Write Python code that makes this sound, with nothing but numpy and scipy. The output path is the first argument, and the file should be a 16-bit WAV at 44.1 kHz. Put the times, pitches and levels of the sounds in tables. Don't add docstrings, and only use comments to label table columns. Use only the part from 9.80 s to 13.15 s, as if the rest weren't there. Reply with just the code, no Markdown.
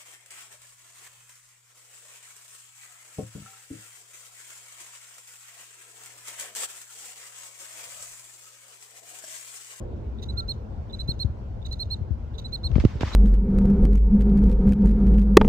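import sys
import numpy as np
from scipy import signal
from scipy.fft import rfft, irfft
from scipy.io import wavfile
from scipy.ndimage import uniform_filter1d

SR = 44100
rng = np.random.default_rng(int(sys.argv[2]) if len(sys.argv) > 2 else 0)


def natural_amplitude(level_db):
    exponent = np.asarray(level_db, float) / 20
    return 10 ** exponent


def put_to_file(sound):
    columns = np.atleast_2d(sound).T
    safe = np.clip(columns, -1, 1)
    whole_steps = np.round(safe * 32767)
    wavfile.write(sys.argv[1], SR, whole_steps.astype(np.int16))


N = 147735
LEFT_LAG_S = 0.00042

# time in seconds, half-width of the gap in seconds, snap level in dB.
SKIP_MOMENTS = [(0.4225, .0002, -44), (0.4284, .001, -38), (0.432, .001, -42), (0.4348, .001, -42),
                (0.438, .0012, -45.5), (0.441, .0003, -44), (1.205, 0.00025, -54), (1.8587, .0015, -41),
                (1.863, .002, -43.5), (1.866, .0012, -35), (1.929, .0012, -34.5), (2.583, .0002, -43),
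                (2.5865, .0009, -42.5), (2.589, .0008, -42), (2.5935, .001, -38.5), (2.598, .0012, -51),
                (2.6, .0008, -42.5), (3.335, 0.00078, -34), (3.339, 0.00075, -42.5), (3.3435, .001, -41),
                (3.348, .001, -44)]


def evened(x):
    return x / np.sqrt(np.mean(x ** 2) + 1e-20)


def read(points, hz):
    f, value = np.transpose(points)
    return np.interp(np.log(hz + 1), np.log(f + 1), value)


def add(mix, s, sound):
    part = mix[..., round(s * SR):][..., :sound.shape[-1]]
    part += sound[..., :part.shape[-1]]


def panned(pan_db):
    return natural_amplitude([[min(pan_db, 0)], [min(-pan_db, 0)]])


def noise(colour, same, patchy_db, size):
    hop = size // 4
    hz = np.fft.rfftfreq(size, 1 / SR)
    a, b, c, d, patches = rng.standard_normal((N // hop + 9, len(hz), 5)).T
    patches = uniform_filter1d(patches, size=8, axis=0)
    patches = evened(uniform_filter1d(patches, size=8, axis=1))
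    same = np.clip(read(same, hz), -1, 1)[:, None]
    left = a + 1j * b
    right = same * left + np.sqrt(1 - same ** 2) * (c + 1j * d)
    z = np.array([left, right]) * natural_amplitude(read(colour, hz)[:, None] + patchy_db * patches)
    return evened(signal.istft(z, nperseg=size, noverlap=size - hop)[1][:, size:size + N])


def traffic():
    # frequency in Hz, level in dB per Hz.
    rumble_colour = [(8.8, -58), (15, -34.5), (37, -4.5), (70, 1.5), (124, -5), (144, -19.5), (223, -11.5),
                     (262, -23.5), (500, -39), (650, -38), (1100, -120)]
    # frequency in Hz, level in dB per Hz.
    hush_colour = [(180, -49), (300, -11), (518, -10), (1080, -21), (1190, -27.5), (1380, -23.5),
                   (1800, -34), (3210, -38.5), (15800, -58)]
    # frequency in Hz, level in dB per Hz.
    car_colour = [(150, -43), (230, -6.5), (340, 2), (450, -4), (620, -12.5), (1000, -37.5), (3000, -89.5)]
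    # frequency in Hz, likeness from 0 to 1.
    likeness = [(60, 0.82), (130, 1), (290, 1), (640, 0.01), (1410, 0.11), (3100, 0), (15000, 0)]
    # time in seconds, level in dB.
    passing = [
        (0, 1),
        (.5, 1),
        (1.2, 1.5),
        (2, 0),
        (2.6, 1),
        (3.35, 4),
    ]
    t = np.arange(N) / SR
    swell_db = np.interp(t, *np.transpose(passing))
    rumble = noise([(5, -84.5)] + rumble_colour + [(700, -80)], likeness, patchy_db=1, size=4096)
    rumble = rumble * natural_amplitude(-33.5 + 0.28 * swell_db) * natural_amplitude([[.8], [-.8]])
    hush = noise([(200, -65)] + hush_colour, likeness, patchy_db=1.73, size=1024)
    hush = hush * natural_amplitude(-49.5 + swell_db)
    car = noise(car_colour, likeness, patchy_db=2.0, size=2048)
    fade_db_per_s = -14.5
    return rumble + hush + car * natural_amplitude(-43 + fade_db_per_s * t)


def far_squeak():
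    # time in seconds, pitch in Hz, level in dB.
    glide = [
        (0.499, 1380, -82),
        (0.521, 1382, -60),
        (0.571, 1370, -47),
        (.63, 1345, -41.5),
        (0.661, 1300, -58),
        (0.684, 1300, -85),
        (.75, 1330, -76),
        (.77, 1330, -51),
        (.79, 1320, -93),
    ]
    t = np.arange(N) / SR
    s, hz, db = np.transpose(glide)
    phase = 2 * np.pi * np.cumsum(np.interp(t, s, hz)) / SR
    return natural_amplitude(np.interp(t, s, db, -200, -200)) * np.sin(phase)


def street():
    t = np.arange(N) / SR
    left, right = traffic() + far_squeak()
    return np.array([np.interp(t - LEFT_LAG_S, t, left), right])


def rustle():
    # frequency in Hz, level in dB per Hz.
    grass_colour = [(290, -60), (500, -25), (782, -10.5), (1040, -6.5), (2180, -11), (5500, -19),
                    (9000, -30.5), (15800, -48)]
    # time in seconds, level in dB.
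    rubbing = [(2.89, -69.5), (2.95, -54), (2.96, -47), (2.997, -54.5), (3.0, -39.5), (3.04, -51.5),
               (3.11, -50.5), (3.205, -56.5), (3.208, -36.5), (3.225, -39), (3.24, -43), (3.28, -39.5),
               (3.35, -43.5)]
    t = np.arange(N) / SR
    grass = noise(grass_colour, [(600, 0.21), (1400, 0.72), (3100, 0.26)], patchy_db=1.5, size=256)
    return grass * natural_amplitude(np.interp(t, *np.transpose(rubbing))) * (t > rubbing[0][0])


def knocks():
    # time in seconds, peak level in dB, starting pitch in Hz, left-right balance in dB,
    # time to fade by 60 dB in seconds.
    thumps = [(1.291, -7, 136, 14, 0.033), (1.449, -8, 137, 11.5, 0.097), (1.502, -20, 106.3, -2, 0.067),
              (2.212, -19, 138, 9, 0.025), (2.22, -14.5, 110, 19, 0.075), (2.309, -10, 120.5, 13.5, 0.12),
              (2.85, -17, 93, 5.5, 0.13), (2.905, -16, 155, 16, 0.17), (2.92, -11, 99, 11, 0.42),
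              (2.9638, 4, 114, 15, 0.013), (2.983, -2.5, 251, 14, 0.0099), (2.988, -4, 70.5, 4.5, 0.072),
              (3.005, -5.5, 80, -8.5, 0.045), (3.0406, -5.5, 303, -18, 0.021), (3.0534, 3, 118.6, -4, 0.04),
              (3.156, -13.5, 124, -3, 0.07), (3.212, -9.5, 256, -7.5, 0.011),
              (3.2345, -15.5, 300, -10, 0.008), (3.2332, -14.5, 134, -0.5, 0.11)]
    out = np.zeros((2, N))
    lead, low_hz, sag_s, rise_s = .01, 62, .008, .0025
    t = np.arange(0, .2, 1 / SR) - lead
    after = np.maximum(t, 0)
    for s, peak_db, hz, pan_db, t60 in thumps:
        sagging = low_hz * t + (hz - low_hz) * sag_s * (1 - np.exp(-after / sag_s))
        turns = np.where(t < 0, hz * t, sagging)
        env = natural_amplitude(peak_db - 60 * after / t60) / (1 + np.exp(-(t - 0.26 / hz) / rise_s * hz / 130))
        env = env * np.minimum((t + lead) / lead * 2, 1)
        overtone = 0.39 * np.cos(4 * np.pi * turns + 0.18) * np.exp(-abs(t) / 0.0021)
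        thud = np.cos(2 * np.pi * turns) + overtone
        add(out, s - lead, panned(pan_db) * env * 1.445 * thud)
    return out


def pulls():
    # time in seconds, depth in dB, width in seconds, left-right balance in dB.
    dips = [
        (2.9613, -9.5, 0.00072, 10),
        (3.052, 2.5, 0.00083, -9.5),
        (3.2328, -7.5, .0004, -8.5),
    ]
    t = np.arange(N) / SR
    out = np.zeros((2, N))
    for s, depth_db, width, pan_db in dips:
        out -= panned(pan_db) * natural_amplitude(depth_db) * np.exp(-((t - s) / width) ** 2)
    return out


def tick(peak_db, pan_db, top_hz):
    t = np.arange(1200) / SR
    rattle = rng.standard_normal((3, len(t)))
    both_sides, each_side = rattle[:1], rattle[1:]
    t60_s, snap = .012, 2.5
    sound = (both_sides + 1.8 * each_side) * natural_amplitude(-60 * t / t60_s) + snap * (t == 0)
    for order, hz, kind in ((2, 490, "high"), (1, 1770, "low"), (3, top_hz, "low")):
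        sound = signal.lfilter(*signal.butter(order, hz, kind, fs=SR), sound)
    return panned(pan_db) * natural_amplitude(peak_db + 3.5) * sound / abs(sound).max()


def handling():
    # time in seconds, peak level in dB, left-right balance in dB, highest frequency in Hz.
    case_ticks = [(2.9159, -36, 5.5, 4800), (2.9555, -29, 1, 3000), (2.963, -41, -5, 3000),
                  (2.96, -48, 5, 6000), (2.968, -54, 14, 4960), (2.981, -33.5, -10, 2500),
                  (2.9993, -27, 8, 4430), (3.0005, -27.5, -1, 2950), (3.0045, -56, 7, 6900),
                  (3.007, -38, 16, 3500), (3.0503, -24.5, 2.5, 7400), (3.208, -20, -12, 4470),
                  (3.2093, -37.5, 7, 5800), (3.218, -29, 22, 3400), (3.2328, -19, -10, 1450)]
    out = rustle() + knocks() + pulls()
    for s, *row in case_ticks:
        add(out, s, tick(*row))
    return out


def wing(drive):
    # frequency in Hz, width in Hz, level in dB.
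    resonances = [(2060, 680, -7.5), (2870, 750, -3), (3706, 350, 11), (4420, 270, 2.5), (5300, 590, -5.5),
                  (6140, 750, 3), (7300, 320, -4.5), (8850, 1100, -8), (12300, 3300, -12.5),
                  (15000, 3200, -17)]
    out = 0
    for hz, width, db in resonances:
        b, a = signal.iirpeak(hz, hz / width, SR)
        out = out + natural_amplitude(db) * signal.lfilter(b, a, signal.lfilter(b, a, drive))
    return out


def stroke(start, length, level_db, top_hz, lag):
    catch_s, rest_hz = 0.0017, 3683
    t = np.arange(0, length + .006, 1 / SR) - lag - catch_s
    u = np.clip(t / (length - catch_s), 0, 1)
    span = max(top_hz - rest_hz, 40)
    turn = length - span / 29000
    climb = np.sin(np.pi / 2 * np.clip(t / turn, 0, 1)) ** 2
    sag = np.clip((t - turn) / (length - turn), 0, 1) ** 1.9
    sag = sag * np.interp(top_hz, (4100, 4250), (.45, 1))
    hz = top_hz - span * (0.32 * (1 - climb) + sag)
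    phase = 2 * np.pi * (np.cumsum(hz) / SR - lag * hz[0])
    attack_share, release_share = 0.32, 0.28
    env = np.sin(np.pi / 2 * np.clip(u / attack_share, 0, 1)) ** .7
    env = env * np.clip((1 - u) / release_share, 0, 1) ** .5
    env = uniform_filter1d(uniform_filter1d(np.roll(env, 24), size=24), size=24)
    for s, gap, _ in SKIP_MOMENTS:
        env = env * (1 - np.exp(-((start + t - s) / gap) ** 2))
        phase = phase + 2.4 * (start + t > s)
    second_db = -20.5 - 24 * (u - 0.64) ** 2
    third_db = -30.5 + .5 * (level_db + 38.5) - 100 * (u - 0.41) ** 2
    upper = natural_amplitude(second_db) * np.sin(2 * phase) + natural_amplitude(third_db) * np.sin(3 * phase)
    is_left = lag > 0
    side_db = (-7 + 7.5 * (top_hz - 4240) / 1000) * is_left
    upper = upper * natural_amplitude(-3.5 * is_left + 0.12 * (level_db + 17))
    return natural_amplitude(level_db + 3.5 + side_db) * env * (np.sin(phase) + upper)


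def hiss(drive, low_hz):
    return signal.lfilter(*signal.butter(4, low_hz, "high", fs=SR), drive * rng.standard_normal(N))


def yard_echo(sound):
    t60_s = 0.36
    t = np.arange(SR // 2) / SR
    tail = rng.standard_normal((2, len(t))) * natural_amplitude(-60 * t / t60_s) * np.minimum(t / .012, 1)
    tail = signal.lfilter(*signal.butter(2, 6000, fs=SR), tail)
    tail = tail / np.linalg.norm(tail[0])
    return natural_amplitude(-39.5) * signal.fftconvolve(sound[None], tail, axes=1)[:, :N]


def cricket():
    # start in seconds, length in seconds, level in dB, top pitch in Hz.
    closings = [(0.4216, 0.022, -37.5, 3870), (0.484, 0.029, -36.5, 4024), (0.571, 0.039, -28, 4264),
                (0.6808, 0.044, -28, 4266), (1.1278, 0.026, -35.5, 4040), (1.1887, 0.034, -32.5, 4080),
                (1.278, 0.045, -28, 4250), (1.3933, 0.044, -28, 4260), (1.848, 0.025, -36, 3880),
                (1.9092, 0.037, -34, 4160), (1.9918, 0.045, -28.5, 4250), (2.102, 0.046, -28.5, 4263),
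                (2.579, 0.024, -36, 3870), (2.6423, 0.029, -35.5, 4037), (2.723, 0.041, -28.5, 4237),
                (2.8336, 0.045, -29.5, 4260)]
    # start in seconds, length in seconds, level in dB, top pitch in Hz.
    touches = [
        (0.381, 0.024, -54.5, 3770),
        (1.091, 0.025, -53, 3670),
        (1.813, 0.022, -55, 3630),
        (2.535, 0.033, -53, 3720),
        (3.197, 0.0058, -49, 3970),
        (3.325, 0.088, -31, 4070),
    ]
    song, drive, t = np.zeros((2, N)), np.zeros(N), np.arange(N) / SR
    for start, length, level_db, top_hz in closings + touches:
        both = np.array([stroke(start, length, level_db, top_hz, lag) for lag in (LEFT_LAG_S, 0)])
        if level_db < -50:
            both = both * evened(uniform_filter1d(rng.standard_normal(4000), size=130))[:both.shape[1]]
        add(song, start, both)
        for s, snap_db in ((start - 0.00083, -14.5), (start + length, -30.5)):
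            drive += natural_amplitude(level_db + snap_db) * np.exp(-((t - s) / .002) ** 2)
    reopen_after_s, reopen_length_s = .014, 0.03
    for start, length, _, _ in closings:
        middle = start + length + reopen_after_s
        drive += natural_amplitude(-53.5) * np.exp(-((t - middle) / (reopen_length_s / 2)) ** 2)
    for s, _, snap_db in SKIP_MOMENTS:
        drive += natural_amplitude(snap_db) * np.exp(-((t - s) / 0.0026) ** 2)
    drive += natural_amplitude(-25) * uniform_filter1d(abs(song[1]), size=44)
    scrape = wing(drive * rng.standard_normal(N) * np.sqrt(rng.exponential(1, N)))
    scrape += natural_amplitude(-25.5) * hiss(drive, 10500)
    lumps = uniform_filter1d(rng.exponential(1, N) ** 3, size=400) / 60
    lumps = lumps * uniform_filter1d(abs(song[1]) ** .5, size=200)
    scrape += natural_amplitude(-52 + 25.5) * hiss(lumps, 11000)
    song += np.array([natural_amplitude(-7) * np.roll(scrape, round(LEFT_LAG_S * SR)), scrape])
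    return song + yard_echo(song[1])


def scene():
    return street() + handling() + cricket()


def roll_off(x):
    return signal.sosfilt(signal.butter(12, 15920, fs=SR, output="sos"), x)


def record(dry):
    notch_hz, notch_db, notch_width_hz, open_s = 10370, -9.5, 2200, 0.0049
    hz = np.fft.rfftfreq(N + SR, 1 / SR)
    dip = natural_amplitude(notch_db * np.exp(-((hz - notch_hz) / notch_width_hz) ** 2))
    port = irfft(rfft(dry, N + SR) * dip, N + SR)[:, :N]
    band_limit = signal.ellip(10, .3, 70, 15750, fs=SR, output="sos")
    mix = signal.sosfilt(band_limit, np.clip(port, -.98, .98))
    mix = mix * np.minimum(np.arange(N) / SR / open_s, 1)
    return roll_off(mix)


dry = scene()
out = record(dry)
put_to_file(out)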